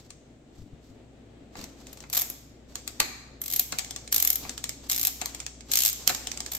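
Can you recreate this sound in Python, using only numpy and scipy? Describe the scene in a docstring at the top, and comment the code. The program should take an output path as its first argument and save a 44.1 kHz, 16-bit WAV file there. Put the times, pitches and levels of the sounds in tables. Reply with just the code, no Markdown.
"""A ratchet wrench on a long extension turns a bolt out of an engine; stereo microphone close by, in a
reverberant garage. First, over low room rush and a faint mains hum, a tick and a few dull bumps of the
hand. From 1.5 s hands rub on the tool and the socket ticks in its play; at 2.1 s the pawl clicks through
a short back swing, and at 3 s the wrench knocks hard on the engine. Five more back swings follow, each a
fast run of pawl clicks, with socket and extension ticking and knocking on the pulls between them."""
import sys
import numpy as np
from scipy import signal
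from scipy.fft import rfft, irfft, next_fast_len
from scipy.io import wavfile
from scipy.ndimage import map_coordinates

SR = 44100
rng = np.random.default_rng(int(sys.argv[2]) if len(sys.argv) > 2 else 0)


def unload_wav(signal):
    """Save mono or channel-first audio to the path in sys.argv[1] as 16-bit WAV at rate SR, clipped to [-1, 1]."""
    wavfile.write(
        sys.argv[1],
        SR,
        np.round(np.clip(np.atleast_2d(signal).T, -1, 1) * 32767).astype(np.int16),
    )


N = 290157
HIT_SAMPLES = 2048
PATHS = 6  # to the microphone's left and right side, then to four walls


def amp(db):
    """Decibels to gain; table levels are relative, each source adds its own gain."""
    return 10 ** (np.asarray(db) / 20)

def unit(x):
    """Scaled to rms 1."""
    return x / np.sqrt(np.mean(x ** 2) + 1e-20)

def along(points, hz):
    """(frequency, value) points read on a log axis."""
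    f, v = np.transpose(points)
    return np.interp(np.log(hz + 1), np.log(f + 1), v)

def curve(points):
    """(time, value) points read at every sample."""
    return np.interp(np.arange(N) / SR, *np.transpose(points))

def wobble(rate):
    """A smooth random curve, rate knots a second."""
    return map_coordinates(rng.standard_normal(int(N * rate / SR) + 4), [np.arange(N) * rate / SR])

def filtered(x, response):
    """x times a response of frequency."""
    m = next_fast_len(N + SR // 2)
    return irfft(rfft(x, m) * response(np.fft.rfftfreq(m, 1 / SR)), m)[..., :N]

def causal(spectrum):
    """Response of the given colour that rings only after the blow."""
    cepstrum = irfft(np.log(amp(along(spectrum, np.fft.rfftfreq(HIT_SAMPLES, 1 / SR)))))
    cepstrum[1:HIT_SAMPLES // 2] *= 2
    cepstrum[HIT_SAMPLES // 2 + 1:] = 0
    return np.exp(rfft(cepstrum))

def spread(pair, likeness):
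    """Two unrelated signals mixed to left and right, by (frequency, likeness) points."""
    m = next_fast_len(pair.shape[1])
    turn = np.arccos(np.clip(along(likeness, np.fft.rfftfreq(m, 1 / SR)), -1, 1)) / 2
    mid, side = irfft(rfft(pair, m) * [np.cos(turn), np.sin(turn)], m)[:, :pair.shape[1]]
    return np.array([mid + side, mid - side])

def noise(spectrum, likeness):
    """Coloured stereo noise of rms 1."""
    pair = filtered(rng.standard_normal((2, N)), lambda hz: amp(along(spectrum, hz)))
    return unit(spread(pair, likeness))

def add(track, s, sound):
    """Mix a sound in at time s."""
    part = track[:, max(round(s * SR), 0):][:, :sound.shape[-1]]
    part += sound[..., :part.shape[1]]

def reflections(x, t60s, colour, onset_s):
    """A diffuse tail for each row of x; each frequency dies at its own speed."""
    hz, t, grains = signal.stft(rng.standard_normal((len(x), SR)), SR, nperseg=256)
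    shape = amp(-60 * t / along(t60s, hz)[:, None]) * (1 - np.exp(-t / onset_s))
    shape *= amp(along(colour, hz))[:, None] / np.sqrt(SR * np.mean(shape ** 2, axis=1, keepdims=True))
    tail = signal.istft(grains * shape, SR, nperseg=256)[1]
    return signal.fftconvolve(x, tail, axes=1)[:, :N]


# The low rush of the garage: (time [s], level [dB])
RUSH_LEVEL = [(0.0, -56), (1.26, -53.5), (1.72, -50.5), (2.11, -54.5), (4.63, -53), (5.77, -56.5),
              (6.27, -53.5), (6.58, -53)]
# Three bands of room tone around the microphone: (frequency [Hz], density [dB])
RUMBLE_SPECTRUM = [(20, -24), (45, -4.5), (70, -14.5), (110, 5), (160, 1.5), (260, -58), (600, -52)]
RUSH_SPECTRUM = [(80, -9), (170, -11), (240, 1.5), (350, -5), (500, -9), (700, -11.5), (1000, -23.5),
                 (2000, -24), (4000, -28), (9000, -51)]
HISS_SPECTRUM = [(500, -18.5), (2500, -15), (5000, 7), (7500, 14), (8600, 9), (9300, -29), (16000, -16.5)]

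def room_tone():
    """A wavering rumble and rush under a faint, steady hiss."""
    rumble = amp(-59.5 + wobble(4.6)) * noise(RUMBLE_SPECTRUM, [(50, 0.94), (200, 0.95)])
    rush_db = curve(RUSH_LEVEL) + 0.1 + wobble(12)
    rush = amp(rush_db) * noise(RUSH_SPECTRUM, [(200, 1.0), (600, 0.51), (1500, 0.067)])
    hiss = amp(-74) * noise(HISS_SPECTRUM, [(500, .3), (4000, .1)])
    return rumble + rush + hiss

# The hum in the background: (time [s], level [dB])
HUM_LEVEL = [(0, -63.5), (1.3, -59), (3.3, -56), (4.5, -53.5)]
# Its tones: (frequency [Hz], level [dB])
HUM_TONES = [(59.6, 0.5), (119, -11), (274.5, -11)]

def mains_hum():
    """A mains machine hums, slowly louder, each tone slightly unsteady in level and phase."""
    t = np.arange(N) / SR
    tones = sum(amp(db + 0.78 * wobble(3.43)) * np.sin(2 * np.pi * hz * t + 0.28 * wobble(2.5))
                for hz, db in HUM_TONES)
    return amp(curve(HUM_LEVEL)) * np.sqrt(2) * tones

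# The garage's reverberation: (frequency [Hz], t60 [s])
GARAGE_DECAY = [(150, 0.52), (400, 0.22), (1040, 0.95), (2760, 0.77), (5000, 0.83), (7500, 0.64),
                (12500, 0.43), (16000, 0.46)]
# What its walls send back: (frequency [Hz], level [dB])
WALL_COLOUR = [(150, 9), (500, 5.5), (1500, -1.5), (4000, -4), (7000, -2.5), (10000, -4.5), (12500, -9),
               (16000, -4)]

def garage(to_walls):
    """The garage rings on from four walls, two on each side of the microphone."""
    walls = reflections(to_walls, GARAGE_DECAY, WALL_COLOUR, onset_s=0.0019)
    return amp(-7) * walls.reshape(2, 2, N).sum(axis=0) * amp([[.5], [-.5]])

def engine_bay(near):
    """The bay around the tool answers at once with a short, dark tail."""
    return amp(-7) * reflections(near, t60s=[(300, 0.12), (12000, 0.13)],
                                 colour=[(500, 8.5), (5000, -0.7), (12000, -6.0)], onset_s=0.0027)

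# Hand and handle bump against the engine bay: (time [s], level [dB])
BUMP_HITS = [(0.58, -34.5), (0.619, -33.5), (0.658, -39.5), (0.73, -35.5), (0.908, -39), (1.581, -35.5),
             (1.628, -37.5), (2.999, -32)]
# Their dull thud: (frequency [Hz], density [dB])
THUD_SPECTRUM = [(30, 0), (60, -1.5), (110, 1), (180, -4.5), (280, -5), (450, -26), (900, -45), (2000, -59)]

def bumps():
    """Soft contact, left of centre: a low push that swells and dies without ringing."""
    track, t = np.zeros((2, N)), np.arange(HIT_SAMPLES) / SR
    for s, db in BUMP_HITS:
        push = t * np.exp(-t / 0.01) * rng.standard_normal(HIT_SAMPLES)
        thud = unit(irfft(rfft(push) * causal(THUD_SPECTRUM)))
        add(track, s - .005, amp(db - 12) * thud)
    return track * amp([[2.5], [-2.5]])

# Each slide of the hands, close to the microphone: (time [s], length [s], level [dB])
HAND_SLIDES = [(0, 0.02, -50.5), (0.556, 0.049, -58.5), (0.838, 0.041, -60), (1.57, 0.054, -44),
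               (1.788, 0.36, -51.5), (2.706, 0.25, -53), (3.712, 0.39, -51), (4.413, 0.1, -44),
               (4.836, .04, -51), (5.197, 0.21, -45.5), (5.688, .02, -43.5), (6, 0.73, -43)]
# Skin on steel: (frequency [Hz], density [dB])
SKIN_SPECTRUM = [(400, 4.5), (900, 1), (2000, -6), (4500, 1), (8000, -2), (9300, -20.5), (13000, -8.5),
                 (16000, -21.5)]

def hands(attack_s=0.016, release_s=0.053, ease_db_per_s=14.5):
    """Skin sticks and slips on the tool; each slide fades in, eases and fades out."""
    t, pressure = np.arange(N) / SR, np.zeros(N)
    for s, length, db in HAND_SLIDES:
        edges = np.minimum(t - s, 0) / attack_s + np.minimum(s + length - t, 0) / release_s
        pressure += amp(db - ease_db_per_s * np.clip(t - s, 0, length)) * np.exp(edges)
    stick_slip = amp(-3.5 + 3.24 * wobble(70) + 1.3 * wobble(270))
    return pressure * stick_slip * noise(SKIN_SPECTRUM, [(500, 1.0), (4000, 0.24)])

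# The tool's balance at the microphone: (frequency [Hz], left minus right [dB])
MIC_BALANCE = [(300, 7), (800, -6.5), (2500, -0.5), (5000, -5), (7500, -4), (9000, 12), (12000, -0.5),
               (15000, 6.5)]

def close_microphone(pair, left_lead_s=.00004):
    """The left side hears the tool slightly sooner, and each side in its own colour."""
    side = np.array([[1], [-1]]) / 2
    return filtered(pair, lambda hz: amp(side * along(MIC_BALANCE, hz))
                    * np.exp(2j * np.pi * hz * side * left_lead_s))

# The head's high ping; the body of the tool and what it touches: (frequency [Hz], density [dB])
PING_SPECTRUM = [(7000, -118), (9500, -22), (10900, -4), (11400, -3.5), (12000, 5.5), (12900, 5),
                 (13800, -3), (15600, -11.5), (16500, -45)]
BODY_SPECTRUM = [(60, -18.5), (160, -10.5), (350, -5), (580, -5), (750, 5), (950, -0.5), (1200, 1),
                 (1400, -2), (1900, -0.5), (2600, 0), (5000, -79.5)]
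# The steel as both sides of the microphone hear it: (frequency [Hz], likeness [0..1])
MIC_LIKENESS = [(200, 0.96), (700, 0.9), (2000, 0.47), (5000, 0.24), (8000, 0.55), (12500, 0.15)]

def contacts(hits, steel, level_db, ping_db, body_db, walls_db, rise_s, chatter_s, swell_db, swell_t60):
    """Each click swells in faintly, strikes and chatters briefly; each path hears its own ring."""
    lead_s = .014
    track, t = np.zeros((PATHS, N)), np.arange(HIT_SAMPLES) / SR - lead_s
    resonances = np.array([causal(steel), causal(PING_SPECTRUM), causal(BODY_SPECTRUM)])[:, None]
    swell = amp(swell_db - 60 * np.abs(t) / swell_t60)
    strike = (1 + np.tanh(t / rise_s)) / 2
    for s, db, ping, body, t60, pan in hits:
        force = swell + strike * amp(-60 * np.maximum(t - chatter_s, 0) / max(t60, .002))
        rings = irfft(rfft(force * rng.standard_normal((PATHS, HIT_SAMPLES))) * resonances)
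        rings /= np.linalg.norm(rings, axis=2, keepdims=True)
        gains = amp(db + level_db + np.array([0, ping + ping_db, body + body_db]))
        sound = np.tensordot(gains, rings, 1)
        sound[:2] = spread(sound[:2], MIC_LIKENESS) * amp([[pan / 2], [-pan / 2]])
        add(track, s - lead_s, sound)
    track[2:] *= amp(walls_db)
    return track

# Knocks on the engine: (time [s], level [dB], ping [dB], body [dB])
KNOCK_HITS = [(1.554, -34.5, -27, 5.5), (1.591, -29.5, -15, -13), (1.613, -30.5, -4, -8),
              (2.0383, -35.5, -31, 3), (3.001, -2, -3, -12), (3.0034, -12.5, -11, -3),
              (3.7259, -19, -15, -1.5), (4.4503, -34, -10, 8), (5.2192, -21, -7, -0.5),
              (6.0943, -11, -1, -11.5), (6.0999, -13.5, -4, -3)]
# Broad resonances of the struck bracket: (frequency [Hz], density [dB])
BRACKET_SPECTRUM = [(600, -24.5), (1150, -25), (1450, -4), (1900, 0), (2350, -0.5), (3000, -6), (3650, -5),
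                    (4080, 1.5), (4600, 1.5), (5500, -9), (6600, 1), (7800, -3.5), (9200, -20),
                    (14000, -42)]

def knocks(t60=0.015, pan_db=3.5):
    """The wrench takes up the load and knocks on the engine."""
    hits = [(*knock, t60, pan_db) for knock in KNOCK_HITS]
    return contacts(hits, BRACKET_SPECTRUM, level_db=10.5, ping_db=-2.5, body_db=0, walls_db=-1.5,
                    rise_s=0.00096, chatter_s=0.0012, swell_db=-18.5, swell_t60=0.015)

# Modes of the extension bar: (frequency [Hz], level [dB], t60 [s])
BAR_MODES = [(1171, -9, .06), (1920, -37, 0.015), (2460, -24.5, 0.036), (3940, 3, 0.03), (4680, -23, 0.11)]

def extension_bar():
    """Each knock rings the bar's modes at new strengths."""
    track, t = np.zeros((PATHS, N)), np.arange(SR // 4) / SR
    for s, db, *_ in KNOCK_HITS:
        ring = sum(amp(level + rng.normal(0, 1.7) - 60 * t / t60) * np.sin(2 * np.pi * hz * t)
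                   for hz, level, t60 in BAR_MODES)
        add(track, s, amp(db - 21.5) * ring)
    track[2:] *= amp(-7.5)  # deep in the engine bay, so less of it reaches the walls
    return track

# Narrow modes of socket and ratchet head: (frequency [Hz], level [dB], t60 [s])
SOCKET_MODES = [(3450, -13, 0.17), (5510, -13.5, 0.13), (5500, -11, 0.057), (6390, -11.5, 0.085),
                (7600, -6.5, 0.063), (7440, -10, 0.087), (8570, -7.5, 0.046), (11500, -11, .05),
                (12550, -15.5, 0.043), (11740, -22, 0.057), (13700, -12, .06)]

def socket_ring(clicks):
    """Every click sets the same steel modes ringing briefly."""
    t = np.arange(SR // 6) / SR
    ring = sum(amp(db - 60 * t / t60) / (t60 * SR) * np.cos(2 * np.pi * hz * t)
               for hz, db, t60 in SOCKET_MODES)
    return amp(28) * signal.oaconvolve(clicks, ring[None], axes=1)[:, :N]

# Ticks, mostly left of centre, with a few lone pawl clicks at the edges of back swings: (time [s], level [dB],
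# ping [dB], left minus right [dB])
TICK_HITS = [(.1044, -26.5, -40, 4.5), (1.5714, -43, -23, 2), (1.6402, -23, -8, 5), (1.8686, -29.5, -12, 3),
             (1.9295, -31, 2.5, 7), (1.9727, -34.5, -12.5, 12), (2.0039, -28, -22, 7),
             (2.0993, -27, 3.5, 2), (2.3, -26.5, 12.5, -1), (2.7554, -15, -12, 3), (2.8766, -16, -5.5, 9.5),
             (3.4163, -23, 11.5, 3), (3.7224, -15, -11, 6.5), (3.7859, -9.5, -7, 5), (3.792, -12.5, -15, 8),
             (3.8464, -22.5, -15, 6), (3.9083, -17.5, -15, 7), (3.9617, -16.5, -20, 6),
             (4.0765, -24, -35, .5), (4.4941, -15, -24, 5), (4.578, -18, -12, 4), (4.6404, -11.5, -12, 5),
             (4.6926, -14, -6.5, 3), (5.0796, -18.5, 3, 3), (5.2149, -14.5, -14, 10.5),
             (5.2577, -13, -4, 8), (5.3476, -19, -10, 5.5), (5.4019, -17.5, -23, 2),
             (5.4644, -15, -21, 4.5), (5.6072, -29, -32, -3.5), (5.9291, -22.5, 8, 1), (6.0755, -1, 1, -1),
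             (6.1478, -13, -7, -2), (6.271, -13, -24, 6.5), (6.316, -15.5, -12, -2), (6.374, -18, -21, 3),
             (6.404, -13.5, -17, 3), (6.462, -18, -16, -1.5)]
# Broad resonances of the shank, rung by ticks and pawl alike: (frequency [Hz], density [dB])
SHANK_SPECTRUM = [(700, -42), (1600, -18.5), (2300, -9), (3000, -4), (3700, -1), (4900, -1.5), (5400, 0),
                  (5900, -0.5), (6500, 3), (7300, 3), (8200, -0.5), (9000, -13), (11000, -21),
                  (16000, -23.5)]

def play_ticks(typical_db=-20.5, halving_db=25.5):
    """Socket and extension tick in their play, and a few lone pawl clicks fall just before or after a back
    swing; the harder a tick, the shorter and thinner it is."""
    hits = []
    for s, db, ping, pan in TICK_HITS:
        harder_db = db - typical_db
        body = -15 - 0.18 * harder_db
        t60 = 0.014 * 2 ** (-harder_db / halving_db)
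        hits.append((s, db, ping, body, t60, pan))
    return contacts(hits, SHANK_SPECTRUM, level_db=9.0, ping_db=-0.5, body_db=0.5, walls_db=-1.5,
                    rise_s=0.000095, chatter_s=0.0011, swell_db=-21.5, swell_t60=0.031)

# The handle's travel close to the microphone, a list per back swing: (time [s], teeth passed [count])
BACK_SWINGS = [
    [(2.129, 0), (2.1685, 2), (2.2115, 4)],
    [(3.438, 0), (3.501, 3), (3.536, 6), (3.561, 7), (3.5947, 8)],
    [(4.1255, 0), (4.18, 3), (4.2, 4), (4.274, 7), (4.302, 8), (4.3565, 10)],
    [(4.898, 0), (4.978, 5), (5.0305, 8), (5.0705, 10)],
    [(5.716, 0), (5.7555, 2), (5.805, 5), (5.8505, 8), (5.8975, 13)],
    [(6.518, 0), (6.565, 3)],
]
# How hard the teeth strike in each swing:
# (start [dB], a third in [dB], two thirds in [dB], end [dB], first ping [dB])
SWING_FORCE = [(-18, -17, -17, -18, 3), (-26, -25.5, -19.5, -13.5, 2.5), (-13.5, -15, -12.5, -21.5, 5),
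               (-11, -20, -18, -11, 1.5), (-8.5, -11, -10, -20.5, -0.5), (-21.5, -25.5, -22.5, -32, 2.5)]
# How the wrench is held in each swing:
# (body [dB], t60 [s], left minus right [dB], rebound delay [s], rebound level [dB])
SWING_GRIPS = [(-13.5, 0.028, 1, .006, 0.5), (-18.5, 0.021, 3, 0.0023, -5),
               (-17.5, 0.013, 1.5, 0.0023, -8.5), (-19, 0.011, 2.5, 0.0056, -8.5),
               (-23.5, 0.012, 2.5, .005, -10.5), (-13.5, .018, 2, 0.0027, -4)]

def pawl(ping_rise_db=5.5, rebound_needs_s=.0125):
    """The pawl drops once for each tooth that passes, and rebounds if the next tooth leaves it time."""
    hits = []
    for swing, (*force, first_ping), grip in zip(BACK_SWINGS, SWING_FORCE, SWING_GRIPS):
        body, t60, pan, delay, rebound_db = grip
        times, teeth = np.transpose(swing)
        drops = np.interp(np.arange(teeth[-1] + 1), teeth, times)
        progress = np.linspace(0, 1, len(drops))
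        levels = np.interp(progress, np.linspace(0, 1, len(force)), force)
        pings = first_ping + ping_rise_db * progress  # brighter from tooth to tooth
        gaps = np.diff(drops, append=np.inf)
        for s, gap, db, ping in zip(drops, gaps, levels, pings):
            drop_scatter, rebound_scatter, pan_scatter = rng.normal(0, [1.5, 4, 0.5])  # dB
            hits.append((s, db + drop_scatter, ping, body, t60, pan + pan_scatter))
            if gap > rebound_needs_s:
                hits.append((s + delay, db + rebound_db + rebound_scatter,
                             ping, body, t60, pan - pan_scatter))
    return contacts(hits, SHANK_SPECTRUM, level_db=11.5, ping_db=-0.7, body_db=-1, walls_db=-.5,
                    rise_s=0.00034, chatter_s=0.001, swell_db=-15.5, swell_t60=0.033)

def scene():
    """Wrench and hands up close, the engine bay around them, the garage behind."""
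    clicks = pawl() + play_ticks()
    wrench = clicks + socket_ring(clicks) + knocks() + extension_bar()
    near = close_microphone(wrench[:2])
    reverberation = engine_bay(near) + garage(wrench[2:])
    handling = hands() + bumps()
    background = (mains_hum() + room_tone()) * amp([[1.1], [-1.1]])
    return background + handling + reverberation + near

def record(dry, ceiling=.85, top_hz=16000):
    """The recorder rounds off the tallest peaks and keeps nothing above its band limit."""
    rounded = dry / (1 + np.abs(dry / ceiling) ** 6) ** (1 / 6)
    return filtered(rounded, lambda hz: 1 / np.sqrt(1 + (hz / top_hz) ** 160))


dry = scene()
out = record(dry)
unload_wav(out)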